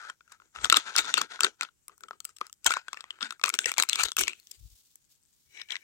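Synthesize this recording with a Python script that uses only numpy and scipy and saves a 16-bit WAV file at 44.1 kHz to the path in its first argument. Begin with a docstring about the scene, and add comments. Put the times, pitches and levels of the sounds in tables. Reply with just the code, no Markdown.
"""Peeling a small plastic shell

Close on a two-port microphone, hands shake a thin hollow plastic wedge with a toy inside, then peel off its film lid.
Each knock or snap is a ragged push that rings wall, air hollow, film and flexing shell.
Rubbing and tearing drive the same modes with dense grains; pulled film and shell drum low.
Air thuds on the ports, film and sleeve rustle away over a blanket, the room answers briefly above a quiet hiss."""
import sys
import numpy as np
from scipy import signal
from scipy.fft import rfft, irfft
from scipy.io import wavfile
from scipy.ndimage import uniform_filter1d

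SR = 44100
rng = np.random.default_rng(int(sys.argv[2]) if len(sys.argv) > 2 else 0)


def master_out(mix):
    """Clip the mix to full scale and print it as 16-bit PCM to the path in sys.argv[1]."""
    frames = np.transpose(np.atleast_2d(mix))
    ceiling = np.clip(frames, -1, 1)
    pcm = np.round(ceiling * 32767).astype(np.int16)
    wavfile.write(sys.argv[1], SR, pcm)


N = 257099
OPEN_FROM_S = 5.45   # from here on the shell is lidless

# knocks and snaps: [t/s, wall level/dB, hollow level/dB, film level/dB, strongest wall ring f/Hz, contact/ms]
SNAPS = [(.097, -39.5, -34.5, -42.5, 3142, 2.8), (.207, -61.5, -52, -80, 2130, 1.5),
         (.277, -69, -55.5, -66, 2110, 2), (.318, -52, -48, -47, 3753, 4.6),
         (.4, -73, -51, -69, 1970, 0.87), (.419, -76, -54, -74, 1944, 1.7),
         (.56, -42, -37.5, -54, 3406, 0.79), (.587, -45, -38, -61, 3325, 0.55),
         (.645, -17.5, -22, -23, 3303, 0.46), (.655, -28, -25.5, -48.5, 3530, 0.32),
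         (.699, -10, -25.5, -26, 3442, 0.9), (.716, -29.5, -36, -54, 3726, 0.94),
         (.724, -13.5, -10, -15.5, 3880, 1.73), (.742, -15.5, -22, -42, 3900, 1.44),
         (.767, -14, -18.5, -14, 3560, 3.02), (.954, -33.5, -28.5, -62.5, 3048, 0.77),
         (.963, -19, -30, -17.5, 3684, 0.63), (.977, -23.5, -35, -27, 4410, 2.6),
         (.983, -19, -29, -17.5, 4443, 0.94), (.989, -18.5, -30, -32.5, 3720, 0.55),
         (1.045, -34.5, -37, -41, 3573, 0.53), (1.14, -14, -27, -18.5, 3502, 1.12),
         (1.17, -26, -47, -59, 3466, 3.6), (1.176, -26, -21, -24.5, 4395, 3),
         (1.213, -28.5, -23, -24.5, 3380, 2.7), (1.392, -47, -34.5, -75, 1952, 0.35),
         (1.406, -19.5, -25, -19, 3818, 0.93), (1.432, -19.5, -24.5, -21.5, 4527, 2.4),
         (1.445, -15, -21, -20, 3650, 1.06), (1.467, -31.5, -28.5, -40.5, 2290, 0.48),
         (1.61, -23.5, -30.5, -26, 2482, 0.14), (1.621, -38, -63.5, -42.5, 2450, 1.86),
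         (1.631, -32.5, -33, -35.5, 4540, 1.2), (1.647, -42.5, -45, -64.5, 2610, 3.6),
         (1.687, -58, -50.5, -76, 2910, 2.2), (1.881, -53, -51.5, -36, 2060, 1.14),
         (1.895, -75, -47.5, -65, 1900, 1.08), (1.979, -72, -64, -51.5, 4370, .5),
         (2.007, -65, -53, -49, 1950, 0.91), (2.035, -47.5, -39.5, -47, 2871, 1.27),
         (2.083, -51.5, -45, -50, 3060, 2.5), (2.109, -70, -31.5, -89, 2519, 1.03),
         (2.131, -61.5, -46.5, -82, 3005, 0.78), (2.203, -41.5, -51.5, -36, 4370, 0.49),
         (2.245, -56, -62, -43, 4940, .8), (2.25, -39, -48.5, -27.5, 4890, 2.04),
         (2.291, -55.5, -53, -49.5, 5120, 1.6), (2.363, -51.5, -65, -46.5, 5273, 4.7),
         (2.385, -50, -70, -47, 5050, 0.39), (2.407, -54, -53, -53, 4500, 1.5),
         (2.412, -36, -24.5, -64, 1843, 1.47), (2.467, -47.5, -58, -42, 5130, 0.37),
         (2.497, -55, -54, -53, 2877, 0.57), (2.528, -48, -66, -36.5, 4900, 0.097),
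         (2.645, -37, -65, -33, 5150, 0.5), (2.661, -17, -29, -14.5, 3198, 4),
         (2.693, -32.5, -63.5, -59, 2642, 0.38), (2.706, -28, -22, -28, 1970, 0.9),
         (2.716, -27, -26, -31, 2304, 4.9), (2.723, -33.5, -43, -51.5, 1955, 1.4),
         (2.737, -28, -27.5, -30.5, 3840, 2), (2.767, -34, -23, -42, 2462, 2.2),
         (2.882, -42, -33.5, -44, 3350, 1.25), (2.93, -34, -33, -36, 2578, 1.6),
         (2.944, -43.5, -41, -71, 2550, 0.44), (2.971, -37, -48, -54, 1770, 1.7),
         (3.007, -39, -44, -41, 2529, 0.32), (3.041, -40.5, -42, -54, 1917, 0.16),
         (3.106, -29.5, -45, -43, 3018, 0.09), (3.188, -74, -49, -78, 2130, 0.8),
         (3.207, -35, -40, -60, 3530, 2), (3.216, -35, -36.5, -50, 3460, 0.77),
         (3.221, -43, -32.5, -60, 3666, 2.45), (3.226, -26.5, -35, -37.5, 3487, 2.5),
         (3.246, -37, -41, -57, 3610, 0.54), (3.307, -31, -35, -39, 2562, 0.2),
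         (3.322, -44.5, -37, -44, 3540, 2.6), (3.396, -50, -46.5, -52.5, 2210, 0.34),
         (3.414, -43.5, -44, -50.5, 2190, 0.44), (3.437, -16.5, -21, -22.5, 2462, 2.66),
         (3.459, -34, -34, -26.5, 2410, 0.45), (3.478, -31.5, -28.5, -33, 2206, 4.1),
         (3.492, -30.5, -36, -19.5, 2400, 0.11), (3.5, -27.5, -30, -31, 2237, 0.42),
         (3.539, -26, -29.5, -23.5, 2097, 1.86), (3.55, -40.5, -51, -33.5, 2253, 0.86),
         (3.589, -18.5, -25.5, -20, 3577, 0.51), (3.642, -29, -66, -52, 2288, 2.5),
         (3.657, -21, -45, -20.5, 1870, 2), (3.717, -26.5, -33, -25, 2300, 0.42),
         (3.739, -38, -39, -37, 3500, 0.6), (3.771, -36, -42, -59.5, 2228, 1.2),
         (3.781, -22.5, -25.5, -17.5, 2160, 0.93), (3.787, -21, -44, -35, 2274, 0.85),
         (3.799, -17.5, -18.5, -19, 4027, 0.51), (3.824, -19, -28, -14.5, 3800, 0.29),
         (3.835, -30, -25.5, -24.5, 2100, 0.53), (3.888, -28.5, -38, -28, 4094, 1.7),
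         (3.895, -21, -42, -20, 4150, 1.34), (3.931, -18, -46, -23.5, 3437, 0.28),
         (3.957, -23, -33, -26.5, 2292, 0.35), (4.032, -24, -26.5, -19, 4446, 4.8),
         (4.052, -31.5, -39, -31.5, 3820, 2.1), (4.118, -31, -40, -30, 3366, 0.42),
         (4.167, -25.5, -29, -19.5, 2655, 0.8), (4.181, -27.5, -28.5, -51, 2813, 0.22),
         (4.186, -34, -28.5, -22, 3500, 0.49), (4.192, -28.5, -37, -19, 2322, 0.47),
         (4.207, -32, -28.5, -21.5, 2330, 4.6), (4.235, -26, -39.5, -26, 2990, 1.4),
         (4.272, -32, -53, -54, 2326, 0.66), (4.279, -22, -38, -26, 2250, 1.93),
         (4.29, -34.5, -51, -43, 2378, 5.9), (4.332, -37.5, -55, -49, 2430, 0.89),
         (4.399, -54, -82, -46, 4303, 0.18), (4.471, -53.5, -89, -47, 3450, 0.3),
         (4.511, -45, -84, -37.5, 4755, 4.4), (4.956, -62.5, -71, -43, 4890, 1),
         (5.573, -43, -54.5, -69, 2246, 1.67), (5.597, -44, -56, -55, 2850, 1.5),
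         (5.614, -35, -42, -50, 3844, 2.8), (5.686, -48, -74, -66, 4077, 2.3),
         (5.706, -28.5, -52, -51, 3180, 0.57), (5.718, -30, -48, -44, 3100, 3.7),
         (5.744, -45, -38, -56, 2234, 0.23), (5.755, -29.5, -49, -44.5, 2018, 0.97),
         (5.765, -33.5, -52, -49, 2030, 1.6)]
# shell wall modes: [f/Hz, relative level/dB, t60/s]
WALL = [(1910, -11.5, 0.0066), (2210, -10.5, 0.012), (2716, -4, 0.0089), (3176, -4, 0.0066),
        (3820, 1.5, 0.0024), (4330, -14, 0.013), (5290, -15.5, 0.0099)]
# film and rim modes: [f/Hz, relative level/dB, t60/s]
FILM = [(5780, 4.5, 0.0021), (6710, -5.5, 0.0077), (7445, 0, 0.0059), (8110, 0.5, 0.0071),
        (8550, -5.5, 0.0055), (10420, -7.5, 0.0022), (12600, -8, 0.0015), (15000, -9.5, 0.0022)]
# flexing of the whole shell, the last mode sounding along with the hollow: [f/Hz, relative level/dB, t60/s]
FLEX = [(217, -23.5, 0.027), (314, -31, 0.065), (390, -17, 0.031), (675, -28, 0.0032), (1021, -7.5, 0.0097)]
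# the air hollow as hands and lid cover it: [t/s, pitch f/Hz, t60/s]
HOLLOW = [(0, 1394, 0.027), (.72, 1309, 0.016), (1.699, 1434, 0.025), (1.9, 1210, 0.013),
          (2.04, 1397, 0.027), (2.11, 1224, 0.029), (2.42, 1270, 0.021), (2.7, 1414, 0.034),
          (2.88, 1433, 0.024), (2.93, 1249, 0.0081), (3.19, 1344, 0.011), (3.22, 1483, 0.04),
          (3.3, 1448, 0.018), (3.44, 1256, 0.023), (3.6, 1569, 0.014), (3.799, 1276, 0.0017),
          (4.3, 1413, 0.01), (5.6, 1758, 0.0065)]
# share of sound that differs in the right port: [wall, hollow, film, flexing]
UNLIKE = (0.9, 0.57, 0.99, 0.94)


def snaps():
    """Each contact is a short ragged push; every mode answers with a strength of its own."""
    hollow_spread = 0.052   # share by which each knock strays from the hollow's pitch
    # small after-clicks of wall and film that trail each snap
    crackle_db, crackle_per_s, crackle_decay_s = -17, 300, .008
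    size = 2000   # samples per snap
    out, t = np.zeros((2, N + size)), np.arange(size) / SR
    rough = rng.standard_normal((len(SNAPS), 2, size))
    luck_db = 4.5 * rng.standard_normal((len(SNAPS), 2, 4, 10))
    after = rng.random((len(SNAPS), size)) < crackle_per_s / SR
    topmost = np.arange(10) >= 5   # upper film modes
    knots, pitch_hz, rings_s = np.transpose(HOLLOW)
    stray = np.exp(hollow_spread * rng.standard_normal(len(SNAPS)))
    hollows_hz = np.interp(np.array(SNAPS)[:, 0], knots, pitch_hz) * stray
    for k, (s, wall_db, hollow_db, film_db, ring_hz, contact_ms) in enumerate(SNAPS):
        # the push swells, then ends quickly
        envelope = t * np.exp(-(1000 * t / np.clip(contact_ms, .1, 15)) ** 2)
        push = rough[k] * np.abs(rough[k]) ** .5 * envelope
        clicks = amp(crackle_db) * rough[k, :, ::-1] * after[k] * np.exp(-t / crackle_decay_s)
        crackling = push / np.abs(push).max() + clicks
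        # air and the whole shell feel no sharp edges
        dull = signal.lfilter([1], [1, -.7], push)
        # a snap of the film alone is crisper than a knock on the wall
        crisp_db = 1.5 * np.clip(film_db - wall_db, -12, 12) * topmost
        wall = WALL + [(ring_hz, 3, .011)]
        hollow = FLEX[-1:] + [(hollows_hz[k], 3.0, np.interp(s, knots, rings_s))]
        # part: push, modes, level/dB, tilt/dB
        parts = [(crackling, wall, wall_db, 0), (dull, hollow, hollow_db, 0),
                 (crackling, FILM, film_db, crisp_db), (dull, FLEX[:-1], hollow_db - 27.5, 0)]
        at = round(s * SR)
        for p, (drive, modes, db, tilt_db) in enumerate(parts):
            both = np.array([body(drive[side], modes, luck_db[k, side, p] + tilt_db) for side in (0, 1)])
            # rms of the loudest 2 ms
            loudest = np.sqrt(uniform_filter1d(both ** 2, size=88).max(axis=1))
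            out[:, at:at + size] += amp(db) * pair(*(both / loudest[:, None]), UNLIKE[p])
    return out[:, :N]


def rubbing():
    """Skin and tearing glue: smooth friction plus clumps of tiny uneven slips, through the shell's modes."""
    # the lidless shell under a scraping finger: [f/Hz, relative level/dB, t60/s]
    open_shell = [(1950, -12, .014), (2260, -6, .045), (2950, -9, .018), (3950, -9, .025), (5800, -9, .028)]
    peel_from_s, tear_from_s = 1.8, 3.4
    # harder rubbing than this film level turns gritty and bright; lighter skin contact is smooth and dull
    bite_from_db, skin_cut_hz = -52.5, 9400
    gains, t = pressure(), np.arange(N) / SR
    bite = np.clip((20 * np.log10(gains[2]) - bite_from_db) / 12, 0, 1)
    tearing = (t > tear_from_s) & (t < OPEN_FROM_S)

    # slowly torn glue lets go in separate ticks
    dense = np.where(tearing, np.maximum(bite, .07), 1)
    slip_per_s = 2600 * dense * amp(5.0 * drift(50))
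    slips = (rng.random((2, N)) < slip_per_s / SR) / np.sqrt(dense)
    uneven = amp(4.55 * np.minimum(rng.exponential(1, (2, N)), 5))
    slips = slips * uneven * rng.choice([-1, 1], (2, N))
    smooth = rng.standard_normal((2, N)) * amp(3 * drift(90))
    grit = np.where(tearing, .9, .65 + .3 * bite)   # share of slips in the friction
    sharp = grit * rms_one(slips) + np.sqrt(1 - grit ** 2) * smooth

    skin = signal.butter(4, skin_cut_hz, fs=SR, output="sos")
    soft = rms_one(signal.sosfilt(skin, signal.lfilter([1], [1, -.6], sharp)))
    # nail and glue are always sharp
    peeling = (t > peel_from_s) & (t < OPEN_FROM_S)
    edge = np.where(peeling, 1, np.maximum(bite, .1))
    friction = edge * sharp + (1 - .8 * edge) * soft
    elsewhere = np.roll(friction, 300, axis=1)

    def rubbed(modes):
        """Neighbouring modes are driven from different spots under the finger."""
        here = body(friction, modes[::2], 3.5 * grip(len(modes)))
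        there = body(elsewhere, modes[1::2], 3.5 * grip(len(modes)))
        return rms_one(here + there)

    # the wall mode that the latest knock favoured also stands out under the finger
    knocks = np.array(SNAPS)
    latest = np.clip(np.searchsorted(knocks[:, 0], t) - 1, 0, None)
    favoured = wandering(soft, knocks[latest, 4], .018)
    lidded = rms_one(rubbed(WALL) + amp(-3.5) * favoured)
    wall = np.where(t < OPEN_FROM_S, lidded, rubbed(open_shell))
    # the hollow rings at the pitch that the hands leave it, a wall mode beside it
    air = wandering(soft, in_time(HOLLOW)[0] * np.exp(.04 * drift(20)), .018)
    hollow = rms_one(air + amp(-7.0) * rubbed(FLEX[-1:] + [(1570, -9.5, 0.024)]))
    parts = (wall, hollow, rubbed(FILM), rubbed(FLEX[:-1]))
    return sum(gain * pair(*part, unlike) for gain, part, unlike in zip(gains, parts, UNLIKE))


def pressure():
    """Each stroke swells, holds and fades at one common rate: gains of wall, hollow, film and flexing."""
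    # strokes of rubbing and tearing:
    # [peak t/s, swell/ms, hold/ms, wall level/dB, hollow level/dB, film level/dB, low flexing level/dB]
    strokes = [(0, 25, 96, -69, -48.5, -89, -78), (.315, 74, 29, -83, -57.5, -73, -83),
               (.41, 32, 56, -88, -73, -77, -80), (0.554, 21, 32, -76, -46.5, -66, -66.5),
               (0.645, 59, 2.2, -41.5, -34, -36, -47), (0.729, 24, 2.8, -47, -34, -41.5, -49.5),
               (0.774, 77, 1, -28.5, -27.5, -34, -49), (.87, 63, 45, -52.5, -43.5, -60, -64.5),
               (.99, 59, 3, -28.5, -27.5, -32, -44.5), (1.06, 63, 43, -44.5, -38, -46.5, -53.5),
               (1.181, 70, 6.2, -33, -41, -41, -46), (1.217, 140, 1.5, -46, -35.5, -51, -44),
               (1.315, 40, 38, -51.5, -43.5, -61, -63.5), (1.444, 50, 2.6, -36.5, -30, -38.5, -41.5),
               (1.624, 33, 3.7, -46, -40, -67, -59), (1.892, 22, 29, -76, -64, -83, -68.5),
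               (2.04, 53, 19, -81, -66, -86, -65), (2.121, 49, 25, -73, -65, -91, -64.5),
               (2.259, 87, 47, -70, -70.5, -66, -79), (2.422, 34, 35, -67, -56.5, -84, -78.5),
               (2.668, 20.4, 1.6, -24.5, -29, -27.5, -42.5), (2.7, 30, 74, -46.5, -40.5, -59.5, -67.5),
               (2.985, 360, 24, -62, -58, -72, -76.5), (3.05, 100, 140, -68.5, -65, -81, -79),
               (3.214, 14.6, 45, -49, -42, -57.5, -62.5), (3.29, 120, 48, -63, -57, -69.5, -68),
               (3.452, 14, 10, -33, -36.5, -42, -57), (3.548, 49, 1.8, -40.5, -46, -46, -53),
               (3.595, 18, 35, -47, -47.5, -44.5, -55), (3.665, 15, 28.5, -35.5, -40.5, -36.5, -47.5),
               (3.795, 32, 6.2, -29, -30.5, -31.5, -41.5), (3.9, 32, 100, -37.5, -47.5, -45.5, -57),
               (3.996, 36, 9.3, -24.5, -29, -31, -49), (4.05, 26, 2.5, -34, -40, -37.5, -46),
               (4.184, 8.2, 24.3, -27, -56, -27.5, -39), (4.235, 59, 78, -43.5, -55, -57, -57.5),
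               (4.349, 60, 45, -56, -79, -61.5, -69.5), (4.522, 92, 33, -62.5, -105, -61, -73),
               (5.55, 57, 22, -59, -74, -63, -78), (5.6, 94, 11, -45, -61.5, -72, -71),
               (5.706, 29, 31, -44, -49, -57, -73.5), (5.79, 40, 40, -71, -76.5, -82, -83)]
    # fingers merely holding on: [wall level/dB, hollow level/dB, film level/dB, flexing level/dB]
    resting_db = (-93, -100, -79, -104)
    # a bend above 1 starts a stroke steeply and rounds off its top
    swell_db, swell_bend, fade_db_per_s = 30, 0.99, 480
    t = np.arange(N) / SR
    power = amp(resting_db)[:, None] ** 2 * np.ones(N)
    for s, swell_ms, hold_ms, *db in strokes:
        near = around(s, .4)
        early = np.clip(1000 * (s - t[near]), 0, None) / max(swell_ms, 1)
        late = np.clip(t[near] - s - max(hold_ms, 0) / 1000, 0, None)
        shape = amp(-swell_db * early ** swell_bend - fade_db_per_s * late)
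        power[:, near] += np.outer(amp(db), shape) ** 2
    return np.sqrt(power)


def grip(count):
    """The hold on the shell shifts about every 70 ms: one wandering number for each mode."""
    knots = np.arange(0, N + 3000, 3000)
    holds = rng.standard_normal((count, len(knots)))
    return np.array([np.interp(np.arange(N), knots, row) for row in holds])


def drumming():
    """The taut film and shell drum low when pulled: each ragged pull rings one low mode."""
    # pulls: [t/s, pitch f/Hz, level/dB, length/ms]
    pulls = [(0.771, 334, -41.5, 8.6), (2.411, 360, -53.5, 10), (2.659, 326, -45.5, 12),
             (2.659, 834, -32, 17.4), (3.221, 233, -55.5, 51), (3.654, 473, -42.5, 14)]
    drum_cycles = 9.0   # cycles to die by 60 dB in the first resonance
    out, size = np.zeros(N), 8000
    rough = rng.standard_normal((len(pulls), size))
    for row, (s, hz, db, length_ms) in zip(rough, pulls):
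        length = length_ms * SR / 1000   # samples
        pull = row * np.exp(-(np.arange(size) / length) ** 2)
        rung = ring(pull, hz, drum_cycles / hz)
        rung = ring(rung, hz, 2.7 / hz)   # steep skirts
        at = round(s * SR)
        out[at:at + size] += amp(db) * rung / np.sqrt(np.sum(rung ** 2) / (length + SR / hz))
    return out


def ports(x):
    """The right port lies farther off: later and shaded by the housing; little of the body's sound reaches
    below about 170 Hz."""
    # the capsule as the ports hear it: [f/Hz, left minus right level/dB]
    lean = [(60, -17), (130, -4.5), (290, -1), (640, 5), (1410, 7), (3100, 9), (6820, 10), (15000, -8)]
    port_lag_s = 0.00015
    open_left_db = 1   # the open shell is held farther left
    left, right = signal.sosfilt(signal.butter(2, 170, "high", fs=SR, output="sos"), x)
    right = np.interp(np.arange(N) - port_lag_s * SR, np.arange(N), right)
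    aside = amp(open_left_db / 2 * (np.arange(N) > OPEN_FROM_S * SR))
    left, right = left * aside, right / aside
    half = np.array(lean) * [1, .5]
    return np.array([coloured(left, half), coloured(right, half * [1, -1])])


def puffs():
    """Each puff of air is a swell of low pressure, a few uneven cycles long, mostly on the left port."""
    # puffs on the ports: [t/s, level/dB before a common lift of 3.5 dB]
    gusts = [(0.593, -56), (0.649, -50), (0.715, -60), (0.775, -67), (1.028, -67), (1.176, -67),
             (1.218, -63), (2.675, -53), (3.677, -60),  (3.956, -62.5), (4.047, -48.5), (4.229, -48),
             (4.601, -56), (4.626, -46.5), (4.651, -43), (4.729, -55.5), (5.48, -70)]
    out, t = np.zeros((2, N)), np.arange(N) / SR
    lumps = amp(2.5 * drift(40))   # turbulence roughens the swell
    chance = rng.standard_normal((len(gusts), 3))
    for (s, db), (pitch, phase, lean) in zip(gusts, chance):
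        near = around(s, .1)
        late = t[near] - s
        turn = 2 * np.pi * 58 * np.exp(.15 * pitch) * late + 3 * phase
        left = np.sin(turn) + 0.5 * np.sin(1.8 * turn)
        right = amp(-8.0 + 1.5 * lean) * np.sin(turn - .8)
        swell = np.exp(-(late / 0.021) ** 2)
        out[:, near] += amp(db + 3.5) * swell * np.array([left, right]) * lumps[near]
    return out


def rustle():
    """Soft bright friction noise, slightly patchy, own in each port."""
    # film and sleeve sliding away over the blanket: [t/s, middle level/dB]
    sliding = [(4.2, -99), (4.4, -66.5), (4.77, -62.5), (4.9, -67), (5.08, -78), (5.12, -61), (5.19, -77),
               (5.4, -69), (5.7, -71)]
    left_db = 2.5   # left minus right
    tone = [(1800, -21.5), (3500, -6.5), (7500, -4.5), (10000, -10.5), (16000, -7.5)]   # f/Hz, gain/dB
    bright = rms_one(coloured(rng.standard_normal((2, N)), tone))
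    sides_db = left_db * np.array([[.5], [-.5]])
    return amp(in_time(sliding)[0] + 2.1 * drift(60) + sides_db) * bright


def room(x):
    """A short soft tail from furnishings nearby: decaying noise, own in each port."""
    t60_s, tail_db = .1, -24
    t = np.arange(SR // 4) / SR
    tail = rng.standard_normal((2, len(t))) * amp(-60 * t / t60_s) * (t > .003)
    tail = tail / np.sqrt(np.sum(tail ** 2, axis=1, keepdims=True))
    return amp(tail_db) * signal.fftconvolve(x.mean(axis=0)[None], tail, axes=1)[:, :N]


def hiss():
    """Steady microphone and room noise, unrelated in the two ports."""
    # noise colour: [f/Hz, relative level/dB]
    colour = [(20, -21.5), (45, -5), (110, -8), (320, -16), (650, -26), (1400, -24), (6500, -27),
              (7800, -21), (8150, -17), (8500, -23), (9200, -25.5), (17000, -26.5)]
    hiss_db = -75.5   # rms
    return amp(hiss_db) * rms_one(coloured(rng.standard_normal((2, N)), colour))


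def amp(db):
    """Decibels to amplitude."""
    return 10 ** (np.asarray(db) / 20)


def rms_one(x):
    """Scale to an rms of 1."""
    return x / np.sqrt(np.mean(x ** 2) + 1e-20)


def in_time(rows):
    """Columns of a curve at every sample."""
    s, *columns = np.transpose(rows)
    return [np.interp(np.arange(N) / SR, s, c) for c in columns]


def around(s, reach_s):
    """Samples within reach of a moment."""
    return slice(max(round((s - reach_s) * SR), 0), round((s + reach_s) * SR))


def drift(rate):
    """Slow chance of spread 1: noise through a low-pass at the given rate in Hz."""
    r = np.exp(-2 * np.pi * rate / SR)
    slow = signal.lfilter([1], [1, -2 * r, r * r], rng.standard_normal(N + SR))
    return rms_one(slow[SR:])


def ring(push, hz, t60):
    """A unit click sets a sine of height 1 ringing; a steady push moves no air."""
    r, w = amp(-60 / (t60 * SR)), 2 * np.pi * hz / SR
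    return signal.lfilter(np.cos(w / 2) * np.array([1, -1]), [1, -2 * r * np.cos(w), r * r], push + 1e-18)


def body(push, modes, luck_db):
    """All modes of one part, neighbours in opposite phase."""
    return sum((-1) ** k * amp(db + luck_db[k]) * ring(push, hz, t60)
               for k, (hz, db, t60) in enumerate(modes))


def wandering(push, hz, t60):
    """A resonance whose pitch moves from sample to sample."""
    turn, r = np.exp(2j * np.pi * np.cumsum(hz) / SR), amp(-60 / (t60 * SR))
    rung = signal.lfilter([1], [1, -r], push / turn) * turn
    return rms_one(np.diff(rung.real, prepend=0))


def coloured(x, points):
    """Gain in dB against log frequency."""
    hz, table = np.fft.rfftfreq(N, 1 / SR), np.array(points)
    gain_db = np.interp(np.log(hz + 1), np.log(table[:, 0] + 1), table[:, 1])
    return irfft(rfft(x) * amp(gain_db), N)


def pair(near, far, unlike):
    """Left and right from two versions of a sound."""
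    unlike = np.clip(unlike, 0, 1)
    return np.array([near, np.sqrt(1 - unlike ** 2) * near + unlike * far])


def scene():
    """Capsule in its room as the ports hear it, rustle, air on the ports, hiss."""
    capsule = snaps() + rubbing() + drumming()
    return ports(capsule + room(capsule)) + rustle() + puffs() + hiss()


def record(dry):
    """The highest peaks are rounded, the top is cut steeply."""
    cutoff_hz = 17100   # 90 dB down from here up
    rounded = .84 * np.tanh(dry / .84)
    return signal.sosfilt(signal.cheby2(16, 90, cutoff_hz, fs=SR, output="sos"), rounded)


dry = scene()
out = record(dry)
master_out(out)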